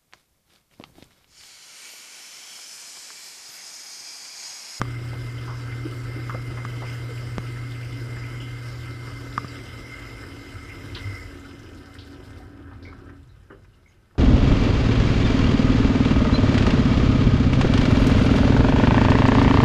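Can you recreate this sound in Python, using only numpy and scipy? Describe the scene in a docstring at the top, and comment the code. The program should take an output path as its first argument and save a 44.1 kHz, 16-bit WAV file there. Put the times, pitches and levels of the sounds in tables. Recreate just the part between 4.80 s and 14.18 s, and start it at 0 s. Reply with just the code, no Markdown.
"""Inside a running dishwasher, heard from a waterproof camera case in the rack.
At first the pump hums, the turning arm sprays the dishes and the steel tub, water churns below,
and now and then a drop strikes the case. From 2.65 s the hum fades, and at 4.65 s the jets thin.
Two low booms sound as the pressure falls: the jets sag at 6.4 s, spit, and cut out near 7.6 s.
The pump stops at 8.3 s, a faint low hum dies away, and the last water splashes and drips down."""
import sys
import numpy as np
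from scipy import signal
from scipy.fft import rfft, irfft, next_fast_len
from scipy.io import wavfile
from scipy.ndimage import uniform_filter1d, map_coordinates

SR = 44100
rng = np.random.default_rng(int(sys.argv[2]) if len(sys.argv) > 2 else 0)


def wav_out(sig):
    """Save sig, one row per channel (or a flat mono array), as 16-bit PCM at SR to the path in sys.argv[1]."""
    wavfile.write(sys.argv[1], SR, np.round(np.clip(np.atleast_2d(sig).T, -1, 1) * 32767).astype(np.int16))


N = 413658

# when the pump's load eases, the jets thin, sag and cut out, and the pump stops
EASE_S, THIN_S, SAG_S, JETS_OFF_S, PUMP_OFF_S = 2.65, 4.65, 6.4, 7.58, 8.3
DRAIN_DB_PER_S = 4.5  # how fast the water sounds fade once nothing feeds them


# the tone of the spray's hiss, from low to high: (frequency [Hz], level [dB])
HISS_TONE = [(150, -27), (470, 9.5), (800, -2), (1300, 2), (1700, 0.5), (1900, -11.5), (2600, 0),
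             (3200, -2.5), (4250, -8.5), (4750, -6), (5500, -5), (6200, -11.5), (7500, -9), (13000, -21)]
# the tone of the fine mist: (frequency [Hz], level [dB])
MIST_TONE = [(6000, -41), (11000, 1), (12000, -5), (13600, 1), (14700, -11), (15300, -18)]
# the arm brings a jet close: (time [s], boost [dB], half length [s])
CLOSE_JETS = [(2.15, 2, .2), (3.92, 0.5, 0.27), (6.3, 2, 0.18)]
def spray(jet_count=6):
    """Jets break into droplets on the tub and dishes: more pressure makes more droplets."""
    strength_db = jets_db()
    drops_per_s = 700 * amp(strength_db - strength_db.max())
    # each jet lands in its own place, so it gets its own echo
    jets = (patter(drops_per_s, spread_db=5.8) / np.sqrt(drops_per_s) for _ in range(jet_count))
    drops = unit(sum(in_tub(jet, fade_s=0.12, direct=0.62) for jet in jets))
    water = patchy(unit(drops + 0.5 * noise()), depth_db=1.96)
    hiss = unit(filtered(water, lambda f: amp(along(HISS_TONE, f) + tub_db(f))))
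    mist = unit(filtered(water, lambda f: amp(along(MIST_TONE, f))))
    level_db = strength_db + swells(CLOSE_JETS) + 0.49 * wobble(16)
    return amp(level_db) * (amp(5) * hiss + amp(-28) * mist)


def jets_db(full_db=-51.5):
    """The strength of the jets over time: full, thinner, sagging, then cut off and draining."""
    thin_db = 2 * ramp(THIN_S, length=1)
    sag_db = 8.5 * np.sqrt(ramp(SAG_S + 0.05, length=0.8))
    cut_db = 9 * ramp(JETS_OFF_S, length=0.17)
    return full_db - thin_db - sag_db - cut_db - DRAIN_DB_PER_S * since(JETS_OFF_S)


# the notes of one ringing dish: (pitch [Hz], width [Hz], level [dB])
DISH_NOTES = [(2085, 30, 8.5), (2139, 14, 3.5), (2029, 58, 2)]
# a jet sweeps across that dish: (time [s], boost [dB], half length [s])
JET_PASSES = [(.1, 3, 0.16), (1.42, 3, .13), (1.9, 3.5, 0.31), (2.8, 2, .25), (3.46, 4.5, 0.16),
              (5.16, 7, 0.19), (5.88, 5, .15), (6.33, 9, .12)]
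def dish():
    """One dish rings under the spray, louder as a jet passes and quieter as the jets sag."""
    ring = filtered(noise(), lambda f: resonances(DISH_NOTES, f) * resonances([(2072, 157, 0)], f))
    level_db = jets_db() + 1.65 + swells(JET_PASSES) - 3.5 * ramp(SAG_S, length=0.25)
    return amp(level_db) * unit(ring)


# the motor's steady tones: (pitch [Hz], level [dB])
MOTOR_TONES = [(279.5, -50), (240, -58), (81.6, -50), (654, -72), (757, -69)]
def pump(hum_hz=120.1):
    """A hum at twice the mains frequency fades with the load; motor tones last until the pump stops."""
    t = np.arange(N) / SR
    hum_db = -32 - 1.45 * since(EASE_S) ** 2.46
    hum = amp(hum_db + 0.32 * wobble(18)) * unit(np.sin(2 * np.pi * hum_hz * t + 0.17 * wobble(8)))
    motor = np.zeros(N)
    for hz, db in MOTOR_TONES:
        motor += amp(db + 2.23 * wobble(9)) * unit(np.sin(2 * np.pi * hz * t + 0.85 * wobble(10)))
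    running = 1 - ramp(PUMP_OFF_S, length=0.18)
    return hum + running * motor


# the tone of the churning water: (frequency [Hz], level [dB])
CHURN_TONE = [(60, -28), (135, 5.5), (185, -6.5), (280, 6), (370, 0), (430, -10.5), (560, -10),
              (780, -17.5), (1000, -14.5), (1650, -11.5), (1900, -19.5), (2600, -26), (5000, -45),
              (12000, -55.5)]
def churn(emptying_db_per_s=0.41):
    """Water tumbles into the sump, the basin under the racks, and through the pump."""
    sag_db = 2 * ramp(SAG_S, length=0.34)
    stop_db = 12 * ramp(PUMP_OFF_S, length=0.18) + DRAIN_DB_PER_S * since(PUMP_OFF_S)
    level_db = -43.5 - emptying_db_per_s * since(0) - sag_db - stop_db
    lumps = unit(in_tub(patter(700, spread_db=4.5), fade_s=0.25, direct=0.89))
    water = patchy(unit(lumps + 0.51 * noise()), depth_db=1.6)
    tumbling = unit(filtered(water, lambda f: amp(along(CHURN_TONE, f) + tub_db(f))))
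    return amp(level_db + 0.7 * wobble(9)) * tumbling


# the notes of the plastic case; a fade time is how long a sound takes to fall by 60 dB:
# (pitch [Hz], level [dB], fade time [s])
CASE_NOTES = [(1203, -1.5, 0.014), (1496, -8, 0.011), (1030, -42, 0.005), (2050, -41, 0.004),
              (3250, -16.5, 0.0052), (5230, -1.5, 0.0012)]
# drops that hit the case: (time [s], ring gain [dB], thump gain [dB], time to flatten [s])
CASE_HITS = [(0.016, -10, -11.5, 0.000049), (0.0524, -24, -39, 0.00054), (1.496, -17.5, -24, 0.00026),
             (1.505, -16, -45, 0.00051), (1.547, -21, -18, 0.00074), (1.851, -18, -25, 0.00014),
             (2.5823, -25.5, -11.5, 0.000042), (4.5787, -2.5, -14, 0.00075), (4.6458, -23, -17, .0005)]
def case_strikes(thump_hz=135, muffle_hz=6500):
    """A drop pushes the case wall in and rings the plastic; a big, slow drop gives a softer start."""
    out, t = np.zeros(N), np.arange(SR // 10) / SR
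    for s, ring_db, thump_db, flatten_s in CASE_HITS:
        ring = sum(amp(db + rng.normal(0, 0.7)) * fade(t, fade_s) * np.sin(2 * np.pi * hz * t)
                   for hz, db, fade_s in CASE_NOTES)
        crack = 0.052 * noise(len(t)) * fade(t, 0.0049)
        thump = np.cos(2 * np.pi * thump_hz * t) * fade(t, 0.018)
        hit = amp(ring_db) * (ring + crack) + amp(thump_db) * thump
        add(out, s, -hit * rise(t, flatten_s))
    out = filtered(out, lambda f: 1 / np.sqrt(1 + (f / muffle_hz) ** 4))
    return out + amp(-26) * in_tub(out, fade_s=0.15, direct=0)


# two low booms, then a faint hum: (time [s], gain [dB], pitch [Hz], rise time [s], fade time [s])
LOW_NOTES = [(6.239, -13, 99.3, 0.042, 0.28), (6.41, -32, 43, 0.033, 0.69), (8.38, -46.5, 125, .03, 1.9)]
def booms_and_last_hum():
    """Two low booms swell and fade; after the pump stops, a faint low hum dies away."""
    out, t = np.zeros(N), np.arange(SR) / SR
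    for s, db, hz, rise_s, fade_s in LOW_NOTES:
        add(out, s, amp(db) * rise(t, rise_s) * fade(t, fade_s) * np.sin(2 * np.pi * hz * t))
    return out


# the larger gushes: (time [s], level [dB], pitch [Hz], half width [octaves], fade time [s])
BIG_GUSHES = [(0.33, -43, 460, 1.7, 0.11), (0.58, -49.5, 2900, 0.17, 0.11), (0.679, -43, 1070, 0.38, 0.36),
              (1.048, -34.5, 325, 0.39, 0.38), (1.361, -39, 324, 0.32, 0.23),
              (1.498, -39.5, 1250, 0.28, 0.27), (1.545, -37.5, 540, 0.58, 0.12),
              (1.772, -43.5, 1110, 0.88, 0.2), (2.018, -38.5, 604, 1.26, 0.15), (2.29, -42, 449, 0.2, 0.2),
              (3.12, -52, 2900, 0.39, 0.15), (3.367, -42.5, 1720, 0.62, 0.073),
              (3.601, -50.5, 3000, 0.16, 0.6), (4.678, -51, 4900, 0.17, 0.18),
              (6.148, -39.5, 3440, 0.45, 0.19), (6.159, -44, 1440, 0.6, 0.23),
              (7.152, -49, 1590, 0.42, 0.087), (7.185, -51.5, 3660, 0.43, 0.29),
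              (7.913, -53, 1000, 0.65, 0.17), (8.026, -60, 4250, 0.37, 0.43),
              (8.126, -45.5, 1210, 0.63, 0.043), (8.289, -52, 1490, 0.6, 0.11),
              (8.701, -49.5, 1340, 0.46, 0.17), (8.703, -48, 306, 0.85, 0.39),
              (8.847, -60, 1470, 0.9, 0.051), (9.306, -63.5, 1480, 0.35, 0.075),
              (9.351, -55.5, 500, 1.24, 0.1)]
def splashes():
    """Larger gushes land on the dishes, the walls and the sump."""
    out = np.zeros(N)
    for s, db, hz, octaves, fade_s in BIG_GUSHES:
        add(out, s, amp(db) * gush(hz, octaves, fade_s))
    return out


def gush(hz, octaves, fade_s, rise_s=0.0013):
    """A gush rings the surface it meets with a first slap, then with a dying burst of droplets."""
    t = np.arange(SR // 2) / SR
    burst = unit(patter(900, spread_db=1.2, size=len(t))) + 0.83 * noise(len(t))
    surface = lambda f: 1 / (1 + (np.log2((f + 1) / hz) / octaves) ** 4)
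    droplets = unit(filtered(burst, surface)) * rise(t, rise_s) * fade(t, fade_s)
    age = t * hz * octaves  # a purer note swells and rings for longer
    slap = 0.9 * age * np.exp(1 - age) * np.sin(2 * np.pi * hz * t)
    sound = droplets + slap
    return sound / np.sqrt(np.mean(sound[t < fade_s / 4] ** 2))  # the loud opening gets level 1


def small_gushes(per_s=2.5, middle_hz=2450, db_per_octave=6):
    """Small gushes land at random until the jets sag; the higher ones are weaker."""
    out = np.zeros(N)
    for when, pitch in rng.random((round(per_s * SAG_S), 2)):
        octaves_up = 0.59 * (2 * pitch - 1)
        splash = gush(middle_hz * 2 ** octaves_up, octaves=0.26, fade_s=0.12)
        add(out, when * SAG_S, amp(-50 - db_per_octave * octaves_up) * splash)
    return out


# the last drips: (time [s], level [dB], pitch [Hz])
LAST_DRIPS = [(6.644, -52, 1463), (7.6, -55, 750), (8.051, -49.5, 2193), (8.49, -70.5, 3930),
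              (8.706, -68, 2940), (8.93, -72, 2850), (9.06, -62.5, 2130), (9.08, -74, 6500)]
def drips():
    """The last water drips down, each drip ringing with a note of its own."""
    out = np.zeros(N)
    for s, db, hz in LAST_DRIPS:
        add(out, s, amp(db) * gush(hz, octaves=0.09, fade_s=0.24))
    return out


def whistle(full_hz=4720, swing_hz=109.4, sweep_s=1.6, thin_hz=5050):
    """A narrow hiss glides as the jets sweep the steel, then settles higher and purer as they thin."""
    thin = ramp(THIN_S, length=0.6)
    swept_hz = full_hz + swing_hz * np.cos(2 * np.pi * since(0.25) / sweep_s)
    phase = 2 * np.pi * np.cumsum((1 - thin) * swept_hz + thin * thin_hz) / SR
    level_db = jets_db() - 10 - 2 * thin - 6 * ramp(SAG_S, length=0.2)
    # slow noise smears the note into a band of hiss
    slow = lambda hz: filtered(noise(), lambda f: 1 / (1 + (f / hz) ** 2))
    band = lambda width_hz: unit(slow(width_hz) * np.cos(phase) + slow(width_hz) * np.sin(phase))
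    return amp(level_db) * (np.sqrt(1 - thin) * band(width_hz=140) + np.sqrt(thin) * band(width_hz=50))


def spatter(per_s=90, middle_hz=4000):
    """Stray drops tick on the dishes, each at its own pitch, and echo in the tub."""
    level_db = -61 - 8.5 * ramp(JETS_OFF_S - 0.15, length=0.29) - DRAIN_DB_PER_S * since(JETS_OFF_S)
    out, t = np.zeros(N), np.arange(SR // 100) / SR
    for when, size, pitch in rng.random((round(per_s * N / SR), 3)):
        hz = middle_hz * 2 ** (2 * pitch - 1)
        tick = np.sin(2 * np.pi * hz * t) * np.exp(-t * hz / 1.4)
        add(out, when * N / SR, amp(12.5 * size ** 2) * tick)
    return amp(level_db) * unit(in_tub(out, fade_s=0.085, direct=0.34))


def spits(count=5):
    """Just before they run dry, the nozzles spit water with bright puffs of air."""
    out = np.zeros(N)
    for s in np.linspace(SAG_S + 0.58, JETS_OFF_S, count):
        water = gush(hz=4160, octaves=0.43, fade_s=0.26)
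        air = amp(-6) * gush(hz=9000, octaves=0.7, fade_s=0.2, rise_s=0.008)
        add(out, s + rng.normal(0, 0.012), amp(-64.5) * (water + air))
    return out


# the low notes of the cabinet: (pitch [Hz], width [Hz], level [dB])
CABINET_NOTES = [(43.5, 12, 0), (54.7, 6, -0.5), (89, 31, 0), (108.7, 5.9, 0), (140, 25, -21.5)]
# the rumble swells: (time [s], boost [dB], half length [s])
RUMBLE_SWELLS = [(6.1, 3.5, 0.42), (7.85, 4, 0.4)]
def cabinet_rumble(settle_db_per_s=11.5):
    """The cabinet rumbles, less as the load eases and the jets sag, and settles once the pump stops."""
    lost_db = 2 * ramp(EASE_S, length=2.2) + 4 * ramp(SAG_S, length=0.35)
    level_db = -41.5 - lost_db - settle_db_per_s * since(PUMP_OFF_S) + swells(RUMBLE_SWELLS)
    body = lambda f: sum(abs(resonances([note], f)) ** 2 for note in CABINET_NOTES)
    return amp(level_db) * unit(filtered(noise(), body))


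# the tone of the background: (frequency [Hz], level [dB])
BACKGROUND_TONE = [(25, 9.5), (70, 2), (140, 15), (200, 7.5), (450, -2), (800, -5.5), (1400, -9.5),
                   (2800, -13.5), (6000, -21.5), (9700, -23.5), (10200, -20), (10600, -21.5), (15000, -29)]
def background():
    """A faint, steady noise lies under everything."""
    return amp(-61) * unit(filtered(noise(), lambda f: amp(along(BACKGROUND_TONE, f))))


# the notes of the tub and its load: (pitch [Hz], width [Hz], boost [dB])
TUB_NOTES = [(359, 24, 5.5), (454.4, 41, 6.5), (1295, 97, 9), (1548, 140, 6.5), (1794, 32, 13),
             (3044, 150, 6), (3920, 25, 9.5), (3984, 60, 7), (5070, 180, 9)]
def tub_db(f):
    """The tub boosts frequencies that lie near its own notes."""
    return sum(db / (1 + (2 * (f - hz) / width) ** 2) for hz, width, db in TUB_NOTES)


def in_tub(x, fade_s, direct):
    """The steel walls throw back a short, dense echo; direct sets how much sound arrives straight."""
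    t = np.arange(SR // 2) / SR
    echo = noise(len(t)) * fade(t, fade_s)
    echo /= np.linalg.norm(echo)
    echo[0] += direct
    return signal.fftconvolve(x, echo)[:len(x)]


def patter(per_s, spread_db, size=N):
    """Droplets land at random, a few much larger than the rest."""
    falls = rng.random(size) < per_s / SR
    return falls * rng.choice([-1, 1], size) * amp(spread_db * np.clip(noise(size), -2.5, 2.5))


def patchy(x, depth_db):
    """Bands of pitch grow briefly louder and softer as water meets one surface after another."""
    grid = signal.stft(x, nperseg=512)[2]  # rows are frequencies, columns are moments
    patches = uniform_filter1d(noise(grid.shape), size=9, axis=0)
    patches = uniform_filter1d(patches, size=14, axis=1)
    return signal.istft(grid * amp(depth_db * unit(patches)), nperseg=512)[1][:len(x)]


def resonances(notes, f):
    """How an object that rings at these notes responds to each frequency f."""
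    return sum(amp(db) * 1j * f * width / (hz * hz - f * f + 1j * f * width) for hz, width, db in notes)


def filtered(x, response):
    """Turn each frequency in x up or down by response(frequency)."""
    size = next_fast_len(len(x) + SR // 4)
    return irfft(rfft(x, size) * response(np.fft.rfftfreq(size, 1 / SR)), size)[:len(x)]


def amp(db):
    """Turn decibels into a number to multiply by."""
    return 10 ** (np.asarray(db) / 20)


def unit(x):
    """Scale x to an average (rms) level of 1."""
    return x / np.sqrt(np.mean(x ** 2) + 1e-20)


def along(points, f):
    """Read a tone table at frequency f, sliding between its points."""
    hz, db = np.transpose(points)
    return np.interp(np.log(f + 1), np.log(hz + 1), db)


def noise(size=N):
    """Plain white noise."""
    return rng.standard_normal(size)


def wobble(per_s):
    """A smooth curve through per_s random points a second."""
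    return map_coordinates(noise(int(N * per_s / SR) + 4), [np.arange(N) * per_s / SR])


def rise(t, rise_s):
    """Climbs from 0 toward 1, about two thirds of the way in rise_s."""
    return 1 - np.exp(-t / rise_s)


def fade(t, fade_s):
    """Falls from 1, by 60 dB every fade_s."""
    return amp(-60 * t / fade_s)


def since(s):
    """Seconds gone by after time s, 0 before it."""
    return np.maximum(np.arange(N) / SR - s, 0)


def ramp(s, length):
    """Rises from 0 to 1 over length seconds, starting at time s."""
    return np.minimum(since(s) / length, 1)


def swells(rows):
    """A bell-shaped boost in dB for each row."""
    t = np.arange(N) / SR
    return sum(db * np.exp(-((t - s) / half_s) ** 2) for s, db, half_s in rows)


def add(track, s, sound):
    """Mix a sound into the track at time s."""
    part = track[max(round(s * SR), 0):][:len(sound)]
    part += sound[:len(part)]


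def scene():
    """Water and machine over a faint background, in one channel."""
    mix = background() + spray() + dish() + whistle() + spatter() + churn()
    mix += splashes() + drips() + small_gushes() + spits() + case_strikes() + booms_and_last_hum()
    return (mix + pump() + cabinet_rumble())[None]


def record(dry):
    """The camera softens the highest treble and passes nothing above its limit."""
    soften_hz, limit_hz = 14750, 15300
    treble_cut = lambda f: (f < limit_hz) / np.sqrt(1 + (f / soften_hz) ** 60)
    return np.array([filtered(channel, treble_cut) for channel in dry])


dry = scene()
out = record(dry)
wav_out(out)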